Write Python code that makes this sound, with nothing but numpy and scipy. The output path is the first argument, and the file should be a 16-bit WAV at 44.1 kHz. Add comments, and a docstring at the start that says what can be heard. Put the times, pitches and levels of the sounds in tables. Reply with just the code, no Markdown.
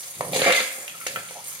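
"""Stir-frying in a steel wok

Close up in a small kitchen, on two microphones. A metal spatula lands in the pan, scrapes under the
food in one long, sticking and slipping push, then knocks twice as it turns the pile. Oil sizzles
throughout as tiny bubbles burst, and flares where wet food meets bare hot steel. The wok rocks on
its stand; pan and room ring on over a low steady rush."""
import sys
import numpy as np
from scipy import signal
from scipy.fft import rfft, irfft
from scipy.io import wavfile
from scipy.ndimage import uniform_filter1d

SR = 44100
rng = np.random.default_rng(int(sys.argv[2]) if len(sys.argv) > 2 else 0)


def transcribe(signal):
    """Save signal, clipped to [-1, 1], as a 16-bit WAV file at the path in sys.argv[1]."""
    frames = np.atleast_2d(signal).T
    limited = np.clip(frames, -1, 1)
    pcm = np.round(limited * 32767).astype(np.int16)
    wavfile.write(sys.argv[1], SR, pcm)


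N = 70560
T = np.arange(N) / SR
HALF_EACH_SIDE = np.array([[.5], [-.5]])  # shares a difference between left and right

# Spectrum of the background rush: freq_hz, gain_db
RUSH_COLOUR = [(25, -84), (70, 11.5), (150, -1), (300, -4.5), (550, 1), (1000, 11.5), (3000, 8.5),
               (16000, -29)]
# Decay of the kitchen: freq_hz, t60_s
ROOM_DECAY = [(100, 0.12), (500, 0.25), (2000, 0.53), (5000, 0.43), (14000, 0.36)]
# Phase lag of the left microphone behind the right: freq_hz, lag_rad
LEFT_LAG = [(100, 0.32), (500, 0.39), (1350, 1.3), (1650, 3.02), (2200, 0.55), (2900, 4.37), (15000, 14.56)]

# Flare and ebb of the oil: time_s, level_db
SIZZLE_LEVEL = [(0, -36.5), (.09, -41), (.16, -45), (.3, -40), (.37, -30.5), (.47, -39), (.56, -34),
                (.68, -36.5), (.8, -39.5), (.9, -45), (1.04, -42.5), (1.2, -43.5), (1.38, -45), (1.48, -38),
                (1.6, -44.5)]
# Spectrum of the oil: freq_hz, gain_db
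SIZZLE_COLOUR = [(100, -59), (1200, -16), (3300, -24.5), (4500, -4), (5500, -2), (6600, 4.5), (7600, 2),
                 (9000, 6), (10400, 2.5), (11500, 4.5), (12800, 0.5), (14000, -8.5)]
# The oil's own lean between the microphones: freq_hz, left_minus_right_db
SIZZLE_SIDE = [(1000, 35), (5000, -0.5), (6700, 5), (8400, -8.5), (9600, -6), (11500, 0.5), (13000, -10),
               (15000, 6)]

# The wok rocking on its stand: time_s, level_db
ROCKING_LEVEL = [(.14, -65), (.2, -41), (.26, -46), (.33, -38), (.46, -45), (.58, -80), (.85, -72),
                 (.92, -58), (1.03, -60), (1.09, -54.5), (1.2, -50), (1.3, -61)]
# Shoves against the stand: start_s, level_db
BUMPS = [(0.2095, -23.5), (0.323, -28.5), (1.168, -37)]
# Spectra of the rocking and the shoves: freq_hz, gain_db
ROCKING_COLOUR = [(25, -30), (60, -16), (100, 1), (165, 7.5), (230, -5), (600, -8), (3000, -55)]
BUMP_COLOUR = [(60, -35), (165, 2.5), (310, -10), (420, -6), (700, -30), (3000, -32)]
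# Ringing modes of the pan: pitch_hz, gain_db, t60_s
WOK_MODES = [(344, -10.5, 0.2), (522, 4, 1), (1325, 0, 0.56), (1740, 4, 0.27), (2243, 5, 0.42),
             (2520, 7, 0.64), (2690, 13, 1), (3320, 15, 0.72)]

# Wet food slapping hot steel, and light taps of the blade's edge: start_s, level_db
SLAPS = [(0.523, -23), (1.068, -22.5)]
TAPS = [(0.879, -30), (0.897, -36.5), (1.287, -37)]
# Spectra of the slaps and taps: freq_hz, gain_db
SLAP_COLOUR = [(200, -17), (1100, -10), (2600, 9.5), (3800, 5.5), (4600, 10), (8000, 8), (11500, 3),
               (15500, -15)]
TAP_COLOUR = [(150, -43), (1200, -22), (2400, -1), (3400, -0.5), (4200, -13.5), (15000, -46)]

# The blade catches and sings: start_s, length_s, pitch_hz, end_pitch_hz, level_db, waver_share
SQUEAKS = [(0.546, 0.014, 2078, 2120, -19.5, 0.011), (0.57, 0.025, 2079, 2068, -18.5, 0.0138),
           (0.585, 0.027, 2109, 2140, -32, 0.0195), (0.937, 0.031, 1370, 1260, -44, 0.024),
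           (0.995, 0.051, 1408, 1304, -42, 0.011), (1.347, 0.04, 591.5, 669, -39.5, 0.25),
           (1.373, 0.045, 772, 905, -43, 0.18)]
# Low rumble, rasp and fine grit of the dragging blade: time_s, level_db
RUMBLE_LEVEL = [(0, -63.5), (.2, -53.5), (.235, -35), (.31, -43), (.35, -26.5), (.44, -29.5), (.5, -18.5),
                (.53, -42.5), (.62, -36.5), (.68, -50), (.9, -54.5), (1.0, -63), (1.12, -47.5), (1.25, -60)]
RASP_LEVEL = [(.2, -100), (.41, -27.5), (.445, -24), (.51, -17.5), (.54, -36.5), (.6, -28), (.65, -40),
              (.8, -52), (1.2, -59), (1.24, -64), (1.28, -62)]
GRIT_LEVEL = [(.315, -48), (.345, -24), (.38, -28), (.44, -27.5), (.51, -29), (.53, -28.5), (.6, -26.5),
              (.65, -44.5), (.72, -57.5), (1.06, -48), (1.085, -38), (1.14, -51), (1.6, -47)]
# Spectra of those three parts of the drag: freq_hz, gain_db
RUMBLE_COLOUR = [(30, -68), (70, -66), (110, -19.5), (170, -10.5), (280, -9), (400, -5.5), (570, 1),
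                 (720, -1.5), (950, -20.5), (1500, -26), (5000, -44.5)]
RASP_COLOUR = [(100, -78), (700, -24), (1000, -8.5), (1250, 2), (1850, 3), (2300, 7.5), (2900, -4.5),
               (4200, -16), (5600, -41), (16000, -56)]
GRIT_COLOUR = [(200, -20), (1550, -2.5), (2150, 8.5), (2800, 7.5), (3400, 7.5), (4150, 8), (4900, 7),
               (5800, 0), (6800, 10), (7800, -1), (9300, -1), (12500, -11), (15500, -44)]

# Spatula blows on the wok: start_s, thud_db, clank_db, tick_db
KNOCKS = [(0.2085, -19, -40, -66), (0.333, -29, -56, -26.5), (0.364, -21.5, -44, -23.5),
          (0.392, -35, -59, -24.5), (0.4181, -19, -28, -16), (0.451, -38, -31, -23),
          (0.4752, -31, -29, -34), (0.495, -21.5, -24, -50), (0.505, -16.5, -17.5, -34),
          (0.524, -36, -35, -15.5), (0.536, -49, -30, -22), (0.592, -25.5, -40, -50),
          (0.604, -32.5, -35, -23), (1.0144, -70, -35.5, -55), (1.066, -31, -26, -36),
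          (1.16, -34, -19, -50), (1.172, -37, -39, -56), (1.309, -37, -45, -68), (1.52, -61, -44, -58)]
# Spectra of those three parts of a blow: freq_hz, gain_db
THUD_COLOUR = [(70, -36), (160, -13), (310, -8.5), (540, 11.5), (800, 1.5), (1100, 1), (1700, -10.5),
               (4000, -16.5), (16000, -70)]
CLANK_COLOUR = [(80, -40), (500, -21), (950, -14), (1280, 4.5), (1650, 4), (1900, -0.5), (2250, 2),
                (2700, -8), (3200, -6.5), (3700, -22.5), (16000, -28)]
TICK_COLOUR = [(100, -37), (1500, -11), (2400, 1), (3000, -7.5), (4100, 0), (5200, -27), (15500, -34)]


def amp(db):
    """Decibels to gain."""
    return 10 ** (np.asarray(db) / 20)


def unit(x):
    """Scales to rms 1."""
    return x / np.sqrt(np.mean(x ** 2) + 1e-20)


def level(points):
    """Gain over time from (time_s, level_db) points."""
    return amp(np.interp(T, *np.transpose(points)))


def at_hz(points, hz):
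    """Reads a table on a log-frequency axis."""
    freqs, values = np.transpose(points)
    return np.interp(np.log(hz + 1), np.log(freqs + 1), values)


def convolve(x, response):
    """Convolves channel by channel, cut to the scene's length."""
    return signal.fftconvolve(np.atleast_2d(x), np.atleast_2d(response), axes=1)[:, :N]


def minimum_phase(log_gain):
    """Spectrum of the causal filter with this log gain."""
    return np.exp(np.conj(signal.hilbert(log_gain)))


def colour(x, points, size=4096):
    """Causal filter of unit energy: the points set only the shape of the spectrum."""
    log_gain = np.log(amp(at_hz(points, abs(np.fft.fftfreq(size, 1 / SR)))))
    response = np.fft.ifft(minimum_phase(log_gain)).real[:size // 2]
    return convolve(x, response / np.linalg.norm(response))


def wander(hz):
    """Random motion of rms 1, up to about hz."""
    freqs = np.fft.rfftfreq(N, 1 / SR)
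    return unit(irfft(rfft(rng.standard_normal(N)) / (1 + (freqs / hz) ** 4), N))


def clicks(per_s, spread_db):
    """Random clicks of uneven size, rms 1."""
    sizes = amp(spread_db * np.minimum(rng.exponential(1, N), 4))
    return unit(sizes * rng.choice([-1, 1], N) * (rng.random(N) < per_s / SR))


def blow(db, rattle=.1, rattle_s=.0025, size=1024):
    """A sharp push and a short rattle, with the energy of 5 ms of sound at level db."""
    push = rattle * rng.standard_normal(size) * np.exp(-T[:size] / rattle_s)
    push[0] = 1
    return amp(db) * np.sqrt(.005 * SR) * push / np.linalg.norm(push)


def strikes(rows, tone):
    """Short contacts that share one colour."""
    force = np.zeros(N)
    for start_s, db in rows:
        add(force, start_s, blow(db))
    return colour(force, tone)


def add(mix, start_s, sound):
    """Adds a sound at start_s."""
    part = mix[max(round(start_s * SR), 0):][:len(sound)]
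    part += sound[:len(part)]


def rush(level_db=-52):
    """A steady rush behind everything, with a faint part that is separate at each microphone."""
    near = bowl(colour(rng.standard_normal(N), RUSH_COLOUR))
    wide = colour(rng.standard_normal((2, N)), RUSH_COLOUR)
    return amp(level_db) * (near + 0.055 * wide)


def kitchen(x, level_db=-1, alike_hz=1300, onset_s=0.0037):
    """The small room's diffuse tail, alike at both microphones in the bass."""
    hz, t, noise = signal.stft(rng.standard_normal((2, SR)), SR, nperseg=256)
    alike = np.exp(-(hz[:, None] / alike_hz) ** 2 / 2)
    noise[1] = alike * noise[0] + np.sqrt(1 - alike ** 2) * noise[1]
    decay = amp(-60 * t / at_hz(ROOM_DECAY, hz)[:, None])
    tail = signal.istft(noise * decay, SR, nperseg=256)[1][:, :SR]
    tail *= np.minimum(T[:SR] / onset_s, 1)
    return amp(level_db) * convolve(x, tail / np.linalg.norm(tail[0]))


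def bowl(x, scatter_db=4, decay_s=0.0037, above_hz=1370, size=2048):
    """The curved steel scatters the treble towards two microphones without changing its tone."""
    scatter = rng.standard_normal((2, size)) * np.exp(-T[:size] / decay_s)
    scatter *= amp(scatter_db) / np.linalg.norm(scatter, axis=1, keepdims=True)
    paths = signal.lfilter(*signal.butter(2, above_hz, "high", fs=SR), scatter)
    paths[:, 0] += 1  # the direct sound
    spectrum = np.fft.fft(paths)
    smooth_power = uniform_filter1d(abs(spectrum) ** 2, size=9, axis=1, mode="wrap")
    flattened = spectrum / minimum_phase(np.log(smooth_power) / 2)
    return convolve(x, np.fft.ifft(flattened).real[:, :size // 2])


def rocking():
    """The wok rumbles on its stand and bumps when shoved against it."""
    rumble = colour(rng.standard_normal(N) * level(ROCKING_LEVEL), ROCKING_COLOUR)
    return rumble + strikes(BUMPS, BUMP_COLOUR)


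def shimmer(x, depth_db=3.5, size=11):
    """Patches of the spectrum swell and fade on their own."""
    spectra = signal.stft(x, nperseg=512)[2]
    bands = uniform_filter1d(rng.standard_normal(spectra.shape), size, axis=1)
    patches = unit(uniform_filter1d(bands, size, axis=2))
    return signal.istft(spectra * unit(amp(depth_db * patches)), nperseg=512)[1][:, :N]


def sizzle(sputter_db=0.53, spit_db=-8):
    """Thousands of tiny bubbles burst in sputters; among them, fewer and larger ones spit."""
    pops = clicks(per_s=2400, spread_db=6) * unit(amp(sputter_db * wander(hz=48)))
    frying = shimmer(bowl(pops))
    spits = amp(spit_db) * bowl(clicks(per_s=170, spread_db=-5.5))
    balance = amp(at_hz(SIZZLE_SIDE, np.fft.rfftfreq(N, 1 / SR)) * HALF_EACH_SIDE)
    oil = irfft(rfft(frying + spits) * balance, N)
    return colour(oil * level(SIZZLE_LEVEL), SIZZLE_COLOUR)


def wok_ring(force, count=7, split_share=.022):
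    """The pan rings on after contact, each mode a cluster of close partials that beat."""
    t, ring = T[:SR], np.zeros(SR)
    for hz, db, t60 in WOK_MODES:
        detune, phase = rng.random((2, count, 1))
        offsets = 2 * (np.arange(count)[:, None] + detune) / count - 1  # -1 to 1
        partials_hz = hz * (1 + split_share * offsets)
        cluster = np.cos(2 * np.pi * (partials_hz * t + phase)).sum(0) / np.sqrt(count)
        resonance_scale = 2 * np.log(1000) / (t60 * SR)  # offsets the build-up of a long decay
        ring += amp(db - 60 * t / t60) * resonance_scale * cluster
    return convolve(force, ring)


def squeaks():
    """The blade's slips lock briefly to one gliding pitch, clean or roughened by its waver."""
    out = np.zeros(N)
    for start_s, length_s, hz, end_hz, db, waver in SQUEAKS:
        progress = np.clip((T - start_s) / length_s, 0, 1)
        pitch_hz = (hz + (end_hz - hz) * progress) * (1 + waver * wander(hz=293))
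        phase = 2 * np.pi * np.cumsum(pitch_hz) / SR
        out += amp(db) * np.sin(np.pi * progress) * unit(np.sin(phase))
    return out


def scrape(judder_db=3.5, stall_db=-3.5, stall_s=.006):
    """The blade sticks and slips in dense, juddering clicks; it stalls just before each knock."""
    stalls = [np.exp(-((T - start_s + stall_s) / stall_s) ** 2) for start_s, *_ in KNOCKS]
    judder = unit(amp(judder_db * wander(hz=82.5))) * amp(stall_db * np.max(stalls, axis=0))
    parts = (RUMBLE_LEVEL, RUMBLE_COLOUR), (RASP_LEVEL, RASP_COLOUR), (GRIT_LEVEL, GRIT_COLOUR)
    drag = np.zeros((1, N))
    for curve, tone in parts:
        slips = clicks(per_s=3500, spread_db=5)
        drag += colour(slips * judder * level(curve), tone)
    return drag


def knocks():
    """The spatula hits the pan; thud, clank and tick vary with how squarely the blade lands."""
    thud, clank, tick = np.zeros((3, N))
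    for start_s, *parts_db in KNOCKS:
        for force, db in zip((thud, clank, tick), parts_db):
            add(force, start_s, blow(db))
    return colour(thud, THUD_COLOUR) + colour(clank, CLANK_COLOUR) + colour(tick, TICK_COLOUR)


def scene():
    """Spatula, wok and oil close to the microphones, the kitchen and a low rush behind."""
    blows = knocks() + strikes(TAPS, TAP_COLOUR) + strikes(SLAPS, SLAP_COLOUR)
    drag = scrape()
    squeal = squeaks()
    hits = bowl(blows)
    drag_and_oil = bowl(drag) + sizzle()
    background = rocking() + rush()
    room = kitchen(drag_and_oil + amp(-4) * hits + amp(-10) * squeal)
    ring = bowl(wok_ring(blows + amp(-7) * drag))  # a dragging blade damps the pan: less ring
    return background + room + ring + drag_and_oil + squeal + hits


def record(dry, top_hz=15800):
    """A close pair: the left microphone hears the pan later, with less bass; the top is cut off."""
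    hz = np.fft.rfftfreq(N, 1 / SR)
    left_minus_right_db = at_hz([(60, 0), (300, -2), (700, -1.5), (2000, 1), (3000, -4), (4000, 1.5),
                                 (5200, 0), (6800, 1.5), (8500, 1), (13000, 4.5)], hz)
    balance = amp(left_minus_right_db * HALF_EACH_SIDE)
    lag = np.exp(-1j * at_hz(LEFT_LAG, hz) * HALF_EACH_SIDE)
    heard = irfft(rfft(dry) * balance * lag, N)
    lowpass = signal.firwin(511, top_hz, window=("kaiser", 9), fs=SR)
    return signal.oaconvolve(heard, lowpass[None], "same")


dry = scene()
out = record(dry)
transcribe(out)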